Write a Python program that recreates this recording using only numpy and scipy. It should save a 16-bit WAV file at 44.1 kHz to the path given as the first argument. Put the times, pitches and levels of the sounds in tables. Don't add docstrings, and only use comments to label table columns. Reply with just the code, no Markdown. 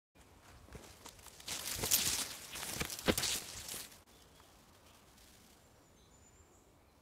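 import sys
import numpy as np
from scipy import signal
from scipy.fft import rfft, irfft, next_fast_len
from scipy.io import wavfile

SR = 44100
rng = np.random.default_rng(int(sys.argv[2]) if len(sys.argv) > 2 else 0)


def unload_wav(signal):
    wavfile.write(
        sys.argv[1],
        SR,
        np.round(np.clip(np.atleast_2d(signal).T, -1, 1) * 32767).astype(np.int16),
    )


N = 309141
T = np.arange(N) / SR
BANDS = 2 ** np.arange(4.5, 14.1, 1 / 3)
LEAVES_END_S = 4.052

# t/s, hiss level/dB
LEAF_DRAG = [(0.15, -80.5), (0.68, -75.5), (1.4, -65.5), (1.6, -50), (2.3, -50.5), (2.5, -55.5),
             (2.95, -52.5), (3.6, -54), (3.85, -59), (4.05, -75)]
# t/s, length/s, hiss level/dB, body against hiss/dB, top against hiss/dB
LEAF_STROKES = [(0.166, 0.052, -69.5, 0, -9), (0.422, 0.12, -69, 5.5, -8), (0.731, .04, -64.5, 2, -8),
                (0.816, .11, -60, -4, -10), (0.943, 0.099, -70.5, -5, -5), (1.035, 0.041, -56, -9, -26),
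                (1.229, 0.037, -59.5, -8, -1.5), (1.288, 0.27, -62, -15, -21),
                (1.471, 0.097, -43.5, -7.5, -12.5), (1.648, .18, -46.5, -9, -4.5),
                (1.814, 0.056, -41.5, -21, -4.5), (1.906, 0.039, -33, -14, -5.5),
                (1.965, 0.065, -38, -11, -11), (2.03, 0.11, -36.5, -13, -10), (2.17, 0.052, -39, -10, -9.5),
                (2.54, 0.27, -48.5, -5, -4.5), (3.052, 0.056, -51.5, 5, -6),
                (3.172, 0.038, -43.5, -0.5, -10), (3.213, 0.13, -36, -14, -14), (3.333, .03, -49, -10.5, 3),
                (3.448, 0.2, -52.5, -10.5, -21), (3.7, 0.093, -46.5, -8, -1), (3.9, 0.031, -57.5, -6.5, -5)]
def leaf_contact(drag_body_db=-5.5, drag_top_db=-6.5):
    drag_db = np.interp(T, *np.transpose(LEAF_DRAG))
    power = gain([[0], [drag_body_db], [drag_top_db]]) ** 2 * gain(drag_db) ** 2
    for start, length, db, body_db, top_db in LEAF_STROKES:
        power += gain([[0], [body_db], [top_db]]) ** 2 * slide_power(start, length, db, release_s=.037)
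    hiss, body, top = 10 * np.log10(power)
    return hiss, body - hiss, top - hiss


# f/Hz, relative level/dB
LEAF_COLOUR = [(70, -1.5), (150, -3), (500, -5), (1250, -5.5), (3000, -4), (5500, -2.5), (8500, -3),
               (11000, -1.5), (15000, -12)]
def sliding_leaves(hiss_db, body_db, top_db, tick_db=2, slide_db=-3, flutter_db=.8, patchy_db=2):
    grip = unit(np.hypot(slips(rate_hz=600, spread_db=1, ring_s=.0051), gain(slide_db)))
    grip *= gain(flutter_db * drift(70))
    ticks = np.repeat(rng.exponential(size=N // 8 + 1), 8)[:N]
    fibres = unit(gain(tick_db * np.minimum(ticks, 7)))
    power = gain(colour_db(LEAF_COLOUR, BANDS)) ** 2 * BANDS
    zones = [(600, 2200, body_db), (3000, 9000, 0 * T), (10000, 15000, top_db)]
    zone_db = np.array([db - 10 * np.log10(power[(BANDS > lo) & (BANDS < hi)].sum())
                        for lo, hi, db in zones])
    anchors_hz = [1410, 4040, 7400, 10900]
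    follows = [[.99, .03, 0, .0023], [.021, .99, .96, .015], [.015, 0, .068, 1]]
    out = np.zeros(N)
    for hz, band_power in zip(BANDS, power):
        if hz > 80:
            share = [np.interp(np.log(hz), np.log(anchors_hz), row) for row in follows]
            friction = third_octave(grip * fibres * rng.standard_normal(N), hz)
            out += np.sqrt(band_power) * friction * gain(share @ zone_db + patchy_db * drift(45))
    return out * gain(hiss_db) * (T < LEAVES_END_S)


# t/s, base level/dB, amount of body/dB, length/s
LEAF_CRACKLES = [(1.087, -48, -10, .003), (1.189, -56, -4, .009), (1.229, -55, -4, .004),
                 (1.28, -52, -21, .006), (1.401, -49, -6, .006), (1.593, -44, -7, .007),
                 (1.675, -42, -15, .008), (1.714, -42, -20, .007), (1.911, -33, -19, .005),
                 (1.934, -28, -15, .006), (1.942, -29, -19, .009), (2.059, -34, -20, .004),
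                 (2.073, -33, -19, .003), (2.627, -44, 5, .005), (2.735, -40, -16, .004),
                 (2.803, -38, 3, .012), (2.851, -42, 3, .003), (2.899, -43, -16, .006),
                 (2.92, -40, -15, .003), (2.928, -43, -15, .014), (2.988, -43, -15, .008),
                 (3.176, -30.5, -24, .004), (3.184, -36, -14, .003), (3.686, -46, -15, .014),
                 (4.22, -65, -14, .007)]
def crackles(strays, ragged_db=7, release_s=.0016, tail_db=-26, tail_s=.022, ring_width_hz=1100):
    out, t = np.zeros(N), T[:4096]
    for start, db, body_db, length in LEAF_CRACKLES + strays:
        jumps, break_noise, shiver = rng.standard_normal((3, len(t)))
        ragged = gain(ragged_db * np.repeat(jumps[:128], 32))
        burst = break_noise * ragged * np.exp(-.5 * t / length - np.maximum(t - length, 0) / release_s)
        burst /= np.sqrt(np.sum(burst ** 2) / (max(length, .001) * SR))
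        burst += gain(tail_db) * shiver * np.exp(-t / tail_s)
        top_db = -8 - .25 * body_db
        for lo, hi, zone_db in [(550, 2600, body_db - 2), (2800, 9000, -.9), (9500, 15500, top_db)]:
            zone = band(burst, lo, hi, order=3) * np.sqrt(SR / 2 / (hi - lo))
            add(out, start, gain(db + zone_db) * zone)
        ring_hz = np.clip(2506 * 2 ** (-body_db / 13.5), 1500, 12000)
        ring = band(burst, ring_hz - ring_width_hz / 2, ring_hz + ring_width_hz / 2)
        add(out, start, gain(db - 4) * ring * np.sqrt(SR / 2 / ring_width_hz))
    return out


def stray_crackles(hiss_db, count=36, from_s=1.48, to_s=3.85):
    times = rng.uniform(from_s, to_s, count)
    chances = rng.uniform(-1, 1, (count, 3))
    return [(start, hiss_db[int(start * SR)] + 4.5 * louder, -12 + 5 * fuller, .004 * 2 ** longer)
            for start, (louder, fuller, longer) in zip(times, chances)]


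# t/s, length/s, first f/Hz, last f/Hz, level before trim/dB
LEAF_RASPS = [(1.48, 0.021, 4170, 2960, -42), (1.931, .022, 7200, 4480, -35),
              (1.933, 0.043, 14400, 12660, -34), (1.989, 0.041, 3600, 2880, -39),
              (2.521, 0.048, 3000, 2480, -47), (3.223, 0.056, 4180, 3890, -39.5),
              (3.296, 0.056, 3750, 3156, -40), (3.565, 0.027, 7130, 7230, -47)]
def rasps(blur_hz=680, trim_db=-2):
    out = np.zeros(N)
    noise = rng.standard_normal(N) + 1j * rng.standard_normal(N)
    rubbing = unit(signal.sosfilt(signal.butter(2, blur_hz, fs=SR, output="sos"), noise))
    for start, length, from_hz, to_hz, db in LEAF_RASPS:
        u = progress(length)
        glide = np.exp(2j * np.pi * np.cumsum(from_hz + (to_hz - from_hz) * u) / SR)
        rasp = (rubbing[int(start * SR):][:len(u)] * glide).real
        add(out, start, gain(db + trim_db) * unit(rasp * np.sqrt(u) * (1 - u ** 2)))
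    return out


# t/s, peak level/dB
STALK_SNAPS = [(1.0885, -35), (1.9215, -12), (2.570, -28), (2.851, -26), (3.176, -26), (3.2015, -27),
               (5.667, -54)]
def snaps(ring_s=.00027):
    out, t = np.zeros(N), T[:512]
    for start, db in STALK_SNAPS:
        click = band(rng.standard_normal(len(t)) * np.exp(-t / ring_s), 2000, 14000, order=1)
        add(out, start, gain(db) * click / np.abs(click).max())
    return out


# t/s, base level/dB, hardness/dB, weight/dB, light touches (rounded to a count)
STALK_KNOCKS = [(0.749, -47, -28, 5, 0), (1.789, -41, -20, -0.5, 0), (1.837, -30.5, -22, -10, 1.5),
                (2.07, -42.5, -4, 6, 0), (2.555, -49, 4, -9, 0), (2.764, -39.5, -24, -4, 0),
                (2.815, -34, -7, -0.5, 1), (2.85, -44, 1, -12, 0), (3.098, -21.5, -11.5, -27, 3.5),
                (3.179, -42, -4, 3, 0.5), (3.357, -44.5, -11, -9, 1.5), (3.421, -47, -2, -11, 0),
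                (3.74, -43, -12, -16.5, -1)]
def stalk_touches(gap_s=.0045, softer_db=6, harder_db=7):
    rows = []
    for start, db, hard_db, weight_db, count in STALK_KNOCKS:
        rows.append((start, db, hard_db, weight_db))
        for k in range(1, round(count) + 1):
            rows.append((start - k * gap_s, db - softer_db, hard_db + harder_db, weight_db))
    return rows


# f/Hz, relative level/dB, time to fade by 60 dB/s
CASE_TONES = [(215.6, 2, 0.044), (323, 0.5, 0.045), (428, -1.5, 0.045), (493, 2.5, 0.036), (708, -9, 0.075),
              (1365, -29, 0.036), (2078, -9, 0.035)]
def knocks(detune=.0095, scrape_s=.0071, thump_hz=135, thump_s=.0078):
    out, t = np.zeros(N), T[:8192]
    hz, tone_db, fade_s = np.transpose(CASE_TONES)[:, :, None]
    for start, db, hard_db, weight_db in stalk_touches():
        mistune, flip = rng.standard_normal((2, len(CASE_TONES), 1))
        tones = np.sin(2 * np.pi * hz * (1 + detune * mistune) * t) * np.exp(-np.log(1000) * t / fade_s)
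        ring = (np.sign(flip) * gain(tone_db) * tones).sum(0)
        scrape = band(rng.standard_normal(len(t)) * np.exp(-t / scrape_s), 700, 4200, order=4)
        thump = band(np.sin(2 * np.pi * thump_hz * t) * np.exp(-t / thump_s), 65, 400)
        for part, part_db in ((ring, -3), (scrape, hard_db - 2), (thump, weight_db - 5)):
            add(out, start, gain(db + part_db) * unit_onset(part))
    return out


# fastest moment t/s, half length/s, level before trim/dB
CAMERA_SWINGS = [(0.57, .04, -54), (0.747, 0.024, -50), (1.03, 0.062, -61), (1.17, 0.023, -53.5),
                 (1.82, 0.054, -47.5), (2.073, 0.043, -45), (2.57, .03, -57), (2.82, 0.023, -50.5),
                 (3.12, 0.034, -40.5), (3.58, .035, -52.5)]
def air(hiss_db, trim_db=-1, gust_db=2, draught_db=-70, wake_db=-19):
    power = gain(draught_db) ** 2 + gain(hiss_db + wake_db) ** 2
    for middle, half_s, db in CAMERA_SWINGS:
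        power += gain(db) ** 2 * np.exp(-np.minimum(((T - middle) / half_s) ** 2, 20))
    rumble = unit(band(rng.standard_normal(N), 47.8, 97.45, order=3))
    return rumble * np.sqrt(power) * gain(trim_db + gust_db * drift(14))


# t/s, f/Hz, level/dB
TWIG_CRACKS = [(0.726, 1280, -53), (.765, 1880, -57), (.846, 990, -56), (1.011, 1050, -60),
               (1.061, 930, -46), (1.263, 980, -50.5), (1.838, 960, -37), (4.400, 1160, -56.5),
               (4.749, 1260, -62)]
def twigs(ring_s=.0029, width_ratio=1.29, crack_db=-7, tail_db=-20, tail_s=.03):
    out, t = np.zeros(N), T[:8192]
    for start, hz, db in TWIG_CRACKS:
        crack = rng.standard_normal(len(t)) * (np.exp(-t / ring_s) + gain(tail_db) * np.exp(-t / tail_s))
        hollow = band(crack, hz / width_ratio, hz * width_ratio)
        twig = hollow + gain(crack_db) * band(crack, 270, 2900, order=1)
        add(out, start, gain(db) * unit_onset(twig))
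    return out


# t/s, length/s, level/dB
FOOT_PRESSES = [(0.675, 0.052, -61.5), (0.733, 0.085, -60.5), (0.797, 0.096, -60), (1, 0.042, -64),
                (1.046, 0.031, -57.5), (1.764, 0.18, -55.5), (2.681, 0.19, -55.5)]
def footsteps():
    out = np.zeros(N)
    grains = slips(rate_hz=500, spread_db=6, ring_s=.0029) * rng.standard_normal(N)
    soil = unit(band(grains, 130, 560))
    for start, length, db in FOOT_PRESSES:
        u = progress(length)
        add(out, start, gain(db) * unit(soil[int(start * SR):][:len(u)] * np.sqrt(u) * (1 - u)))
    return out


# t/s, length/s, level before trim/dB
WEIGHT_SHIFTS = [(4.057, 0.16, -70), (4.34, 0.56, -71.5), (4.845, .1, -72.5), (5.057, 0.027, -73),
                 (5.158, 0.34, -67.5), (6.1, .45, -84), (6.9, .1, -81.5)]
# f/Hz, relative level/dB
LITTER_COLOUR = [(880, -40), (1500, -2.5), (2540, -3.5), (3310, -1), (6690, -2.5), (13300, -9),
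                 (15500, -12)]
def shuffle(trim_db=4, settle_s=.19):
    grains = slips(rate_hz=450, spread_db=1.6, ring_s=.006) * rng.standard_normal(N)
    size = next_fast_len(N)
    colour = gain(colour_db(LITTER_COLOUR, np.fft.rfftfreq(size, 1 / SR)))
    rustle = irfft(rfft(grains, size) * colour, size)[:N]
    power = sum(slide_power(*row, settle_s) for row in WEIGHT_SHIFTS)
    return unit(rustle) * np.sqrt(power) * gain(trim_db)


# t/s, length/s, first f/Hz, last f/Hz, base level/dB, trill depth/Hz
BIRD_NOTES = [(.15, 0.032, 2420, 2420, -75, 0), (4.117, 0.04, 3460, 3500, -68.5, 0),
              (4.184, .046, 3350, 2900, -71, 0), (4.32, .075, 3260, 3390, -68.5, 0),
              (4.415, .05, 3280, 2800, -74, -3), (4.848, 0.077, 2630, 3200, -68.5, 457),
              (5.57, .15, 7350, 7230, -76, 0.5), (5.753, .051, 5724, 5640, -76.5, 0),
              (5.828, 0.063, 7270, 6820, -72.5, -1), (5.956, .07, 6324, 6250, -71.5, -0.5),
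              (5.96, .12, 3600, 3800, -73, 382), (6.105, 0.082, 6950, 7100, -69, -0.5),
              (6.219, 0.079, 7100, 7060, -66.5, -2), (6.34, .08, 7270, 7290, -68.5, -3.5),
              (6.513, 0.066, 6970, 7450, -69, 549), (6.88, .03, 4250, 4000, -78.5, 0)]
def birds(trill_hz=85, waver_hz=30, direct_db=-4, echo_db=-.5, echo_s=.71):
    song = np.zeros(N)
    waver = waver_hz * drift(120)
    hurry = 1 + .23 * drift(60)
    for start, length, from_hz, to_hz, db, depth_hz in BIRD_NOTES:
        u = progress(length)
        now = np.minimum(int(start * SR) + np.arange(len(u)), N - 1)
        trill = np.sin(2 * np.pi * np.cumsum(trill_hz * hurry[now]) / SR)
        hz = from_hz + (to_hz - from_hz) * u + depth_hz * trill + waver[now]
        swell = np.sqrt(2 * np.abs(np.sin(np.pi * u)))
        add(song, start, gain(db) * swell * np.sin(2 * np.pi * np.cumsum(hz) / SR))
    trunks = rng.standard_normal(SR) * np.exp(-np.log(1000) * T[:SR] / echo_s)
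    echo = signal.fftconvolve(song, trunks / np.linalg.norm(trunks))[:N]
    return gain(direct_db) * song + gain(echo_db) * echo


# f/Hz, base level in each 1 Hz slice/dB
WIND_COLOUR = [(22, -100), (55, -93), (180, -93), (400, -95.5), (800, -100), (1100, -102), (1500, -108),
               (2200, -111), (3000, -113.5), (5600, -116), (9000, -117.5), (15000, -122)]
def distant_wind(flicker_db=1.6, breeze_hz=1500):
    breeze_db = np.interp(T, [4.9, 5.7], [3, 0])
    lull_db = np.interp(T, [6.5, 7], [0, -2.5])
    out = gain(-88) * unit(band(rng.standard_normal(N), 2190, 2310))
    for hz in BANDS:
        width_hz = hz * (2 ** (1 / 6) - 2 ** (-1 / 6))
        rush = np.sqrt(width_hz) * third_octave(rng.standard_normal(N), hz)
        db = colour_db(WIND_COLOUR, hz) + breeze_db * np.exp(-np.log(hz / breeze_hz) ** 2) + lull_db
        out += rush * gain(db + flicker_db * drift(6.7))
    return out


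def slips(rate_hz, spread_db, ring_s):
    sizes = (rng.random(N) < rate_hz / SR) * gain(spread_db * np.minimum(rng.exponential(size=N), 4))
    power = signal.lfilter([1], [1, -np.exp(-2 / (ring_s * SR))], sizes ** 2)
    return unit(np.sqrt(power + 1e-12))


def slide_power(start, length, db, release_s, attack_s=.02, sag_db_per_s=7):
    t = T[::50] - start
    catch = np.clip(t / attack_s, 0, 1)
    hold = gain(db - sag_db_per_s * np.clip(t, 0, length))
    release = np.exp(-np.maximum(t - length, 0) / release_s)
    return np.interp(T, T[::50], (catch * hold * release) ** 2)


def gain(db):
    return 10 ** (np.asarray(db) / 20)


def unit(x):
    return x / np.sqrt(np.mean(np.abs(x) ** 2) + 1e-30)


def unit_onset(x):
    return x / np.sqrt(np.mean(x[:256] ** 2))


def colour_db(points, hz):
    f, db = np.transpose(points)
    return np.interp(np.log(hz + 1), np.log(f), db)


def band(x, lo_hz, hi_hz, order=2):
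    edges = [lo_hz, min(hi_hz, SR / 2 - 500)]
    return signal.sosfilt(signal.butter(order, edges, "band", fs=SR, output="sos"), x)


def third_octave(x, hz):
    return unit(band(x, hz / 2 ** (1 / 6), hz * 2 ** (1 / 6)))


def drift(rate_hz):
    points = rng.standard_normal(4096)
    return np.interp(T * rate_hz, np.arange(len(points)), points) * np.sqrt(3 / 2)


def progress(length_s):
    return np.linspace(0, 1, max(int(length_s * SR), 8))


def add(out, start_s, x):
    i = max(int(start_s * SR), 0)
    out[i:i + len(x)] += x[:len(out) - i]


def scene():
    hiss_db, body_db, top_db = leaf_contact()
    leaves = sliding_leaves(hiss_db, body_db, top_db)
    leaves += crackles(stray_crackles(hiss_db)) + rasps() + snaps()
    walker = footsteps() + twigs() + knocks() + shuffle() + air(hiss_db)
    return (leaves + walker + birds() + distant_wind())[None]


def record(dry):
    start_s, top_hz = .148, 15600
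    fade_in = np.clip((T - start_s) / .008, 0, 1)
    dip = 1 - .85 * np.exp(-((T - LEAVES_END_S) / .016) ** 4)
    return signal.sosfilt(signal.ellip(10, .2, 80, top_hz, fs=SR, output="sos"), dry * fade_in * dip)


dry = scene()
out = record(dry)
unload_wav(out)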